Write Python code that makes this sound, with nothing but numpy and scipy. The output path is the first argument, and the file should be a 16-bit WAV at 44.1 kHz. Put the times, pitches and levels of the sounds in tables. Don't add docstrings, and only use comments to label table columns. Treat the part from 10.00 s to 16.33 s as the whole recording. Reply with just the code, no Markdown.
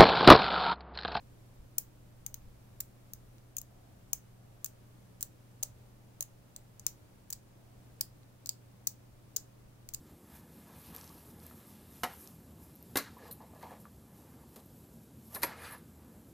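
import sys
import numpy as np
from scipy import signal
from scipy.fft import rfft, irfft, next_fast_len
from scipy.io import wavfile
from scipy.ndimage import uniform_filter1d, map_coordinates

SR = 44100
rng = np.random.default_rng(int(sys.argv[2]) if len(sys.argv) > 2 else 0)


def generate_wav(sig):
    pcm = np.round(np.clip(np.atleast_2d(sig).T, -1, 1) * 32767).astype(np.int16)
    wavfile.write(sys.argv[1], SR, pcm)


def amplitude_ratio(level_db):
    exponent = np.asarray(level_db, float) / 20
    return 10 ** exponent


N = 279136


def unit_size(z):
    return np.sqrt(np.mean(abs(z) ** 2))


def unit(x):
    return x / (unit_size(x) + 1e-10)


def along(points, hz):
    f, v = np.transpose(points)
    return np.interp(np.log(hz + 1), np.log(f + 1), v)


def wobble(rate_hz):
    knots = rng.standard_normal(int(N * rate_hz / SR) + 4)
    return map_coordinates(knots, [np.arange(N) * rate_hz / SR])


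def filtered(x, response):
    m = next_fast_len(x.shape[-1] + 8192)
    return irfft(rfft(x, m) * response(np.fft.rfftfreq(m, 1 / SR)), m)[..., :x.shape[-1]]


def noise_through(response, length=N):
    return unit(filtered(rng.standard_normal(length), response))


def resonance(f, hz, width_hz):
    return 1j * f * width_hz / (hz * hz - f * f + 1j * f * width_hz)


def body(modes):
    return lambda f: sum((-1) ** k * amplitude_ratio(db) * resonance(f, hz, 1.28 * width_hz)
                         for k, (hz, width_hz, db) in enumerate(modes))


def ring(t, hz, t60_s, chatter):
    shake = 1 + chatter * 10 * uniform_filter1d(rng.standard_normal(len(t)), size=100)
    onset = 1 - np.exp(-t / 0.00048)
    return shake * np.sin(2 * np.pi * hz * t) * amplitude_ratio(-60 * t / t60_s) * onset


def patchy(x, patchy_db):
    z = signal.stft(x, nperseg=512)[2]
    field = uniform_filter1d(rng.standard_normal(z.shape), size=4, axis=0)
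    field = uniform_filter1d(field, size=10, axis=1)
    return signal.istft(z * amplitude_ratio(patchy_db * unit(field)), nperseg=512)[1][:N]


def add(track, start_s, sound):
    track[round(start_s * SR):][:len(sound)] += sound


# freq_hz, density_db
RUMBLE = [(27, -55), (50, -7), (75, -2), (240, -2.5), (400, -11), (800, -20.5), (1600, -31.5), (3520, -120)]
# centre_hz, width_hz, level_db
ENGINES = [(80.7, 16.5, -66.5), (118.6, 22, -71), (159.7, 14, -69.5), (218.5, 24, -68.5)]
# freq_hz, density_db
HISS = [(530, -25), (900, -10), (6560, -9), (7660, -4), (8740, -9), (12400, -3), (14600, -9.5),
        (15700, -48)]


def air():
    traffic = noise_through(lambda f: amplitude_ratio(along(RUMBLE, f)))
    traffic_db = -57.0 + 0.24 * wobble(1.55) + 0.29 * wobble(7)
    drones = np.zeros(N)
    for hz, width_hz, db in ENGINES:
        drone = noise_through(lambda f: resonance(f, hz, width_hz) ** 2)
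        drones += amplitude_ratio(db + 2.9 * wobble(1.41)) * drone
    hiss = noise_through(lambda f: amplitude_ratio(along(HISS, f)))
    return amplitude_ratio(traffic_db) * traffic + drones + amplitude_ratio(-69.5) * hiss


def effort(moves):
    peak_s, rise_s, fall_s, db, second_over_db = np.transpose(moves)[..., None]
    late_s = np.arange(0, N / SR + .01, .002) - peak_s
    swell = amplitude_ratio(2 * (db - 20 * np.maximum(late_s / fall_s, -late_s / rise_s)))
    return swell.sum(axis=0), (swell * amplitude_ratio(2 * second_over_db)).sum(axis=0)


def grit(grain_db):
    slips = uniform_filter1d(rng.standard_normal(N), size=24) * np.sqrt(24)
    return rng.standard_normal(N) * amplitude_ratio(grain_db * np.clip(slips, -3, 2))


# freq_hz, density_db
FINGERS = [(2940, -40), (5000, -5.5), (6930, -5), (8220, -4.5), (12300, 6.5), (14400, -0.5), (15100, -29),
           (15500, -62)]
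# freq_hz, density_db
RUB = [(1500, -13), (2600, 0.5), (4100, 1), (6000, -6), (8500, -10.5), (13000, -18)]
# centre_hz, width_hz, level_db
TABLE = [(948, 80, -2.5), (1267, 85, 1.5), (1698, 130, -3.5), (2176, 57, -2), (2414, 37, -6.5),
         (3000, 52, -18)]
# centre_hz, width_hz, level_db
CASE = [(487, 51, -1), (634, 42, -0.5), (846, 164, -3), (1208, 55, -6.5), (1696, 32, -9)]
# peak_s, rise_s, fall_s, skin_db, leather_over_skin_db
STROKES = [(.098, .16, .14, -72.5, -3), (.362, 0.14, 0.1, -58, -10), (.52, 0.078, 0.82, -66, -9.5),
           (.87, 0.36, 0.099, -59.5, -5.5), (.972, 0.27, 0.62, -57.5, -8), (1.31, 0.25, 0.056, -63.5, -16),
           (1.436, 0.079, 1.1, -62.5, -7.5), (1.7, 0.13, 1.4, -69, -4), (1.96, 0.06, 0.23, -58.5, -10),
           (2.204, 0.19, 0.23, -56, -18), (2.27, .1, 0.093, -64, -7), (2.628, .06, 0.11, -62, -17),
           (2.866, .6, 0.94, -68, -7.5), (3.282, 0.059, 0.022, -63, -5), (3.25, .15, 0.19, -71, 3),
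           (3.62, 0.1, 0.31, -65, -5), (3.812, 0.046, 0.049, -64, -17), (4.166, 0.12, 0.67, -69, -12),
           (4.6, 0.18, .03, -63, -8), (4.8, 0.61, 1.3, -70.5, -10.5), (5.335, 0.14, 0.22, -56.5, -14),
           (5.46, 0.11, 0.018, -56, -7), (5.66, 0.13, 0.16, -60, 0.5), (5.738, .3, 0.037, -68, -7)]
# peak_s, rise_s, fall_s, table_db, case_over_table_db
SHIFTS = [(.098, .28, .25, -74, 1), (.362, .3, 0.21, -67, 0.5), (.694, 0.36, 1.8, -68, 2.5),
          (.95, 0.13, 0.35, -64, 1.5), (1.436, 0.22, 1, -69.5, 1.5), (1.7, 0.096, 1.5, -80, 1),
          (1.96, 0.12, 0.13, -73.5, -4), (2.1, 0.077, 0.12, -57, -5), (2.27, 0.3, 0.32, -72, 4),
          (2.63, .2, 0.4, -77.5, 6), (3.07, 0.16, 0.07, -58, -5), (3.28, .35, .08, -67.5, 10.5),
          (3.42, 0.044, 0.13, -70, 9), (3.56, 0.17, 0.18, -75, 12.5), (3.64, 0.06, 0.18, -63, 8),
          (3.73, 0.089, 0.089, -66, 11), (3.85, 0.025, 0.039, -69, -9), (4.17, 0.17, 0.82, -78, 8),
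          (4.44, 0.83, 0.023, -76.5, 8.5), (4.6, 0.14, .03, -71, 7), (5.335, 0.054, 0.35, -70.5, 14.5),
          (5.48, 0.065, 0.22, -51.5, 0), (5.66, 0.2, 0.13, -49, -8), (5.75, .3, 0.057, -56.5, 0.5),
          (6.054, 0.21, 0.38, -73.5, 4)]
REST_DB = [-75.5, -84, -82.5, -79.5]


def handling():
    skin, leather = effort(STROKES)
    table, case = effort(SHIFTS)
    leather = leather + amplitude_ratio(2 * -10.5) * table
    powers = np.array([skin, leather, table, case]) + amplitude_ratio(2 * np.array(REST_DB))[:, None]
    step = np.arange(N) / SR * 500
    finger_gain, rub_gain, drag_gain, rock_gain = [
        np.interp(step, np.arange(len(p)), np.sqrt(p)) for p in powers]

    fingers = unit(filtered(grit(grain_db=3), lambda f: amplitude_ratio(along(FINGERS, f))))
    rub = unit(filtered(grit(grain_db=3.5), lambda f: amplitude_ratio(along(RUB, f))))
    drag = unit(filtered(grit(grain_db=3.5),
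                         lambda f: body(TABLE)(f) + 0.26 * resonance(f, 1840, 2100) ** 2))
    rock = unit(filtered(grit(grain_db=3),
                         lambda f: body(CASE)(f) + 0.13 * resonance(f, 670, 820) ** 2))
    jerk = amplitude_ratio(0.48 * wobble(25))
    strap_and_case = rub_gain * rub + drag_gain * drag + rock_gain * rock
    return amplitude_ratio(1.2 * wobble(27)) * finger_gain * fingers + jerk * strap_and_case


# start_s, peak_db, pitch_hz
TAPS = [(.708, -57, 1030), (1.511, -46.5, 1300), (2.812, -60, 826), (3.404, -54, 864), (3.854, -41.5, 1260),
        (5.362, -41, 1710), (5.641, -42, 1750)]
# start_s, peak_db, pitch_hz
CREAKS = [(.9492, -46, 5500), (.9633, -41, 4600), (.9641, -40, 6850), (.9695, -45, 6000),
          (.9827, -40, 5600), (1.0122, -36.5, 5740), (1.033, -48.5, 5190), (1.0427, -40, 5530),
          (1.0768, -40, 5640), (1.09, -51, 4200), (1.0932, -44, 5160), (1.401, -49, 4760),
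          (1.4666, -45, 6870), (2.1304, -46, 4650), (2.2747, -36, 5800), (2.8275, -52, 5300),
          (3.4221, -53, 4740), (3.5498, -55, 4890), (3.6267, -54, 4550), (4.5585, -53, 5640),
          (4.5944, -54, 4910), (5.347, -35, 4730), (5.432, -22, 4950), (5.4363, -28, 4870),
          (2.9563, -30, 3700)]
# start_s, peak_db, pitch_hz
SNAPS = [(.9492, -33, 12500), (0.9633, -26, 13000), (1.0122, -45, 12500), (1.394, -45.5, 10000),
         (1.466, -34, 12000), (1.5024, -43, 12100), (2.1368, -36, 12900), (2.2684, -48, 12400),
         (2.2742, -42, 13200), (2.6364, -46, 12700), (2.7545, -40, 13100), (2.76, -41, 12700),
         (2.827, -35, 13300), (3.1832, -44, 12100), (3.2799, -46, 12300), (3.327, -30, 12200),
         (3.709, -50, 9400), (3.803, -52, 12200), (3.81, -51, 13500), (3.817, -50, 13400),
         (5.4325, -12, 12700), (0.946, -39, 12000), (4.6608, -44, 12690), (5.4874, -49, 11400),
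         (5.5044, -46, 11400), (5.7084, -44, 12900), (5.7805, -48, 12500), (6.0494, -52, 12100)]
TICK_CYCLES = [5.1, 4.9, 13]


def ticks():
    track, t = np.zeros(N + SR), np.arange(SR // 40) / SR
    overtone_ratio, overtone_db = 1.84, [-17, -6, -70]
    for rows, cycles, over_db in zip([TAPS, CREAKS, SNAPS], TICK_CYCLES, overtone_db):
        for start_s, db, hz in rows:
            u = 6 * t * hz / cycles
            tone = np.sin(2 * np.pi * hz * t)
            overtone = amplitude_ratio(over_db) * np.sin(2 * np.pi * overtone_ratio * hz * t)
            add(track, start_s, amplitude_ratio(db + 7.0) * (tone + overtone) * u * np.exp(-u))
    return track[:N]


# freq_hz, t60_s
FENCE = [(200, 0.12), (1000, 0.26), (4000, 0.46), (12000, 0.16)]


def fence(x):
    frames = dict(nperseg=256, noverlap=192)
    hz, t, z = signal.stft(np.pad(x, (400, 0))[:N], SR, **frames)
    decay = amplitude_ratio(-120 * t[:300] / along(FENCE, hz)[:, None])
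    decay = decay / decay.sum(axis=1, keepdims=True)
    power = signal.fftconvolve(abs(z) ** 2, decay, axes=1)[:, :len(t)]
    noise = signal.stft(rng.standard_normal(N), SR, **frames)[2]
    return signal.istft(np.sqrt(abs(power)) * noise / unit_size(noise), SR, **frames)[1][:N]


# start_s, level_db, pitch_hz
NUDGES = [(3.166, -51.5, 1010), (3.185, -55, 1690), (3.2, -50.5, 550), (3.222, -55, 1680),
          (3.232, -48, 485), (3.25, -50, 900), (3.26, -56.5, 1700), (3.268, -53, 1160), (3.285, -51, 850),
          (3.29, -50, 500), (3.305, -59.5, 1690), (3.403, -51.5, 900), (3.42, -51, 850),
          (3.432, -50.5, 590), (3.49, -59.5, 840), (3.53, -54, 620), (3.553, -51, 610), (3.555, -64, 1690),
          (3.585, -56, 600), (3.612, -57.5, 1680), (3.626, -46, 860), (3.643, -46, 900), (3.65, -50, 1210),
          (3.665, -49.5, 860), (3.685, -56.5, 1720), (3.703, -48, 880), (3.705, -55, 1690),
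          (3.714, -44.5, 600), (3.722, -48, 484), (3.74, -52, 600), (3.75, -59.5, 1700), (3.856, -55, 1250),
          (.93, -55, 1150), (.975, -56, 1150), (1.03, -56, 1100), (1.1, -57, 1150), (5.358, -43, 1700),
          (5.361, -44, 1050), (5.367, -45, 700), (5.508, -49, 1700), (5.638, -44, 1700), (5.725, -50, 1700),
          (5.745, -50, 1700)]


def nudges():
    rise_s, spread = .0055, .4
    track, u = np.zeros(N + SR), np.arange(SR // 10) / SR / rise_s
    for start_s, db, hz in NUDGES:
        rough = noise_through(lambda f: body(CASE)(f) * resonance(f, hz, spread * hz) ** 2, len(u))
        add(track, start_s, amplitude_ratio(db - 4.0) * u * np.exp(1 - u) * rough)
    return track[:N]


# start_s, level_db, thud_over_db, crack_over_db, t60_s
KNOCKS = [(.9484, -61, 2, 8, 0.14), (2.0339, -36.5, -9, 1, .1), (2.0376, -37.5, -8, -4, 0.23),
          (2.956, -33.5, 0, -3.5, 0.12), (2.9702, -35.5, -2, 12.5, 0.14), (2.9845, -40.5, -6, -1, 0.2),
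          (2.9964, -46.5, -5, -6, 0.2), (3.6274, -50.5, -3, -5, 0.052), (3.708, -72, 9, 11, 0.14),
          (4.5601, -64, 10, 13.5, 0.18), (5.3478, -52, 2, 10.5, .16), (5.3585, -45, -4, -6, 0.12),
          (5.4325, -34, -9, 6, .05), (5.4356, -37, 2, 3, 0.12), (5.4455, -38, -5, -3, 0.1),
          (5.4192, -51, -6, -1, 0.4), (3.311, -72, 12, 26, 0.23), (5.4265, -42, -5, -6, .3)]
# freq_hz, gain_db
SLAP = [(60, -30), (200, 0), (2400, -0.5), (3200, -5.5), (4100, 1.5), (5200, -4), (7000, -0.5)]
# pitch_hz, level_db, t60_s
CASE_END = [(242, -39, 0.14), (508, -38, 0.11), (731, -28.5, 0.13), (912, -33, 0.11), (1030, -31, 0.057),
            (1290, -32.5, 0.074), (2380, -42, .076), (2940, -30.5, .047), (800, -40.5, 0.23),
            (1910, -43, .2), (2240, -38, 0.065), (3760, -48, .1), (4090, -37, 0.025), (5450, -46, .07)]
TABLE_RIM = [(286.5, -33, 0.16), (353, -34.5, 0.049), (1100, -38.5, 0.2), (1675, -38, 0.15),
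             (2080, -39, 0.18), (2740, -40.5, 0.094), (3780, -28.5, 0.019)]
CASE_SIDE = [(304, -39, 0.15), (720, -53, 0.067), (960, -28.5, 0.074), (1080, -30.5, 0.054),
             (1380, -38, .09), (1960, -26, .04), (2156, -24, .035), (2400, -32.5, 0.037)]
TOP_STRUCK = [(271, -40, 0.16), (1147, -42, 0.14), (1373, -38, 0.095), (1658, -34, 0.09), (2126, -46, .15),
              (4780, -48, .1), (5550, -51, .1), (6150, -48, .12), (6826, -47, 0.092)]
NUDGED = [(900, -52, .15), (2130, -55, .09)]
# (pitch_hz, level_db, t60_s)
BLOWS = [
    (2.0345, CASE_END),
    (2.957, TABLE_RIM),
    (2.9715, TOP_STRUCK),
    (5.433, CASE_SIDE),
    (3.629, NUDGED),
]


def knocks():
    track, t = np.zeros(N + SR), np.arange(SR // 5) / SR
    # centre_hz, width_hz, share of t60
    bands = [(480, 520, 0.79), (1600, 1620, 0.52), (4500, 5400, 0.28), (12000, 7500, 0.38)]
    for start_s, db, thud_db, crack_db, t60_s in KNOCKS:
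        levels_db = [db + thud_db, db, db + 0.63 * crack_db + 2.5, db + crack_db]
        rattle = np.zeros(len(t))
        for (hz, width_hz, share), level_db in zip(bands, levels_db):
            noise = noise_through(lambda f: resonance(f, hz, width_hz) ** 2, len(t))
            rattle += amplitude_ratio(level_db - 60 * t / (t60_s * share)) * noise
        add(track, start_s, rattle * (1 - np.exp(-t / 0.00023)))
    track = filtered(track, lambda f: amplitude_ratio(along(SLAP, f)))
    for start_s, modes in BLOWS:
        for hz, db, t60_s in modes:
            add(track, start_s, amplitude_ratio(db) * ring(t, hz, t60_s, chatter=0.27 + hz / 9000))
    return track[:N]


# pitch_hz, t60_s
STEEL = [(4150, 0.072), (3900, .05), (9000, 0.13), (9310, .08), (9860, 0.12), (10260, 0.05), (10590, 0.063),
         (11410, 0.088), (12330, 0.11), (12900, 0.058), (8050, .09), (13800, .05)]
# start_s, level_db, favoured_hz, ring_time_ratio
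CLINKS = [(2.0381, -33.5, 11470, .46), (2.0451, -45.5, 10210, .71), (2.9601, -40.5, 9320, 1.05),
          (2.9602, -39.5, 10600, .71), (2.9591, -37.5, 12340, 1.05), (2.9701, -41.5, 13110, .61),
          (2.9711, -40.5, 4140, 1.55), (2.9931, -46.5, 4090, 3.4), (2.9831, -35.5, 12340, .31),
          (3.3101, -52, 4140, .9), (3.3121, -50.5, 10210, 1.35), (3.3281, -44.5, 10410, .71),
          (3.3102, -46.5, 11420, .81), (3.3103, -43, 12340, 1.9), (5.3585, -43, 4140, .36),
          (5.3501, -52.5, 9010, 1.05), (5.3502, -43, 9870, 1.45), (5.3521, -49.5, 10600, 1.45),
          (5.3401, -43, 11420, 1.15), (5.3475, -32, 11420, .8), (5.3621, -45.5, 12340, 1.9),
          (5.4191, -42.5, 9870, .91), (5.4192, -38.5, 12340, .31), (5.4331, -32.5, 11420, 1.35),
          (5.4391, -31, 11420, 1.25)]
# start_s, level_db, favoured_hz, ring_time_ratio
JINGLES = [(5.569, -62, 9860, 3), (5.618, -50, 9860, 0.32), (5.6245, -54, 9860, .25),
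           (5.632, -52, 9860, .45), (5.646, -53, 9860, .4), (5.66, -56, 9860, .4), (5.667, -51, 9860, .4),
           (5.59, -63, 10590, 1), (5.62, -61, 12330, 1.5), (5.637, -56, 12330, .4),
           (5.674, -53, 12330, .25), (5.684, -51, 12330, .2), (5.642, -58, 8050, .6),
           (5.651, -55, 8050, .3), (5.665, -50, 8050, .15), (5.673, -53, 8050, .2), (5.708, -59, 8050, .8),
           (5.676, -55, 10590, 1.5), (5.69, -55, 13800, .3), (5.7085, -47, 12330, .35),
           (5.709, -52, 9310, .4), (5.711, -54, 10590, .8), (5.711, -56, 11410, .3),
           (5.721, -47.5, 10680, 2), (5.723, -53, 11410, .9), (5.724, -54, 12330, .3),
           (5.733, -52, 12330, 1), (5.76, -61, 10800, 2), (5.78, -55, 10590, .4)]
MUTES = [2.05, 2.969, 3.003, 3.336, 5.4, 5.432, 5.483, 5.676, 5.75, 5.786, 6.3]


def buckle():
    track, t = np.zeros(N + SR), np.arange(SR // 7) / SR
    spill_db_per_khz = 15
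    for start_s, db, near_hz, lasts in CLINKS + JINGLES:
        touch_s = min(m for m in MUTES if m > start_s + .004) - start_s
        damping = amplitude_ratio(-np.clip((t - touch_s) * 4000, 0, 16))
        woken = sorted(STEEL, key=lambda mode: abs(mode[0] - near_hz))[:2]
        for hz, t60_s in woken:
            mode_db = db - spill_db_per_khz * abs(hz - near_hz) / 1000
            add(track, start_s, damping * amplitude_ratio(mode_db) * ring(t, hz, t60_s * lasts, chatter=0.21))
    return track[:N]


def shiver():
    centre_s, spread_s, level_db, width_hz = 5.67, .05, -70, 200
    swell = np.exp(-.5 * ((np.arange(N) / SR - centre_s) / spread_s) ** 2)
    modes = np.zeros(N)
    for hz in [9310, 10300, 11410, 12330]:
        line = noise_through(lambda f: resonance(f, hz, width_hz) ** 2)
        modes += amplitude_ratio(6 * wobble(45)) * line
    return amplitude_ratio(level_db) * swell * modes


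def scene():
    hits = ticks() + nudges() + knocks() + buckle() + shiver()
    yard = hits + amplitude_ratio(-13.5) * fence(hits)
    mix = yard + patchy(handling(), patchy_db=1.57) + patchy(air(), patchy_db=1.07)
    return np.tile(mix, (2, 1))


# centre_s, level_under_sound_db
SPLITS = [(1.431, -22), (1.495, -22), (2.047, -17), (2.152, -18), (2.3, -20), (2.86, -20), (3.005, -9.5),
          (5.43, -13.5)]
# centre_s, centre_hz
NARROW_SPLITS = [(.127, 10100), (.797, 12800), (.916, 9000), (1.66, 13800), (2.424, 12600), (3.89, 11000),
                 (5.28, 11700)]


def side_difference(mono):
    frame_s, band_hz, narrow_db = 0.043, 3000, -5
    hz, t, z = signal.stft(mono, SR, nperseg=256)
    wide = sum(amplitude_ratio(db) * (abs(t - centre_s) < .5 * frame_s) for centre_s, db in SPLITS)
    share = wide * (0.6 + hz[:, None] / 5000).clip(0, 1.6)
    for centre_s, centre_hz in NARROW_SPLITS:
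        in_band = abs(hz - centre_hz) < .5 * band_hz
        share = share + amplitude_ratio(narrow_db) * np.outer(in_band, abs(t - centre_s) < .4 * frame_s)
    scrambled = z * share * np.exp(2j * np.pi * rng.random(z.shape))
    return signal.istft(scrambled, SR, nperseg=256)[1][:N]


def band_limit(x):
    return signal.sosfilt(signal.butter(12, 15850, fs=SR, output="sos"), x)


def record(dry):
    mono = filtered(dry[0], lambda f: amplitude_ratio(np.clip((14580 - f) * 0.32, -40, 0)))
    difference = side_difference(mono)
    return band_limit(np.array([mono + difference, mono - difference]))


dry = scene()
out = record(dry)
generate_wav(out)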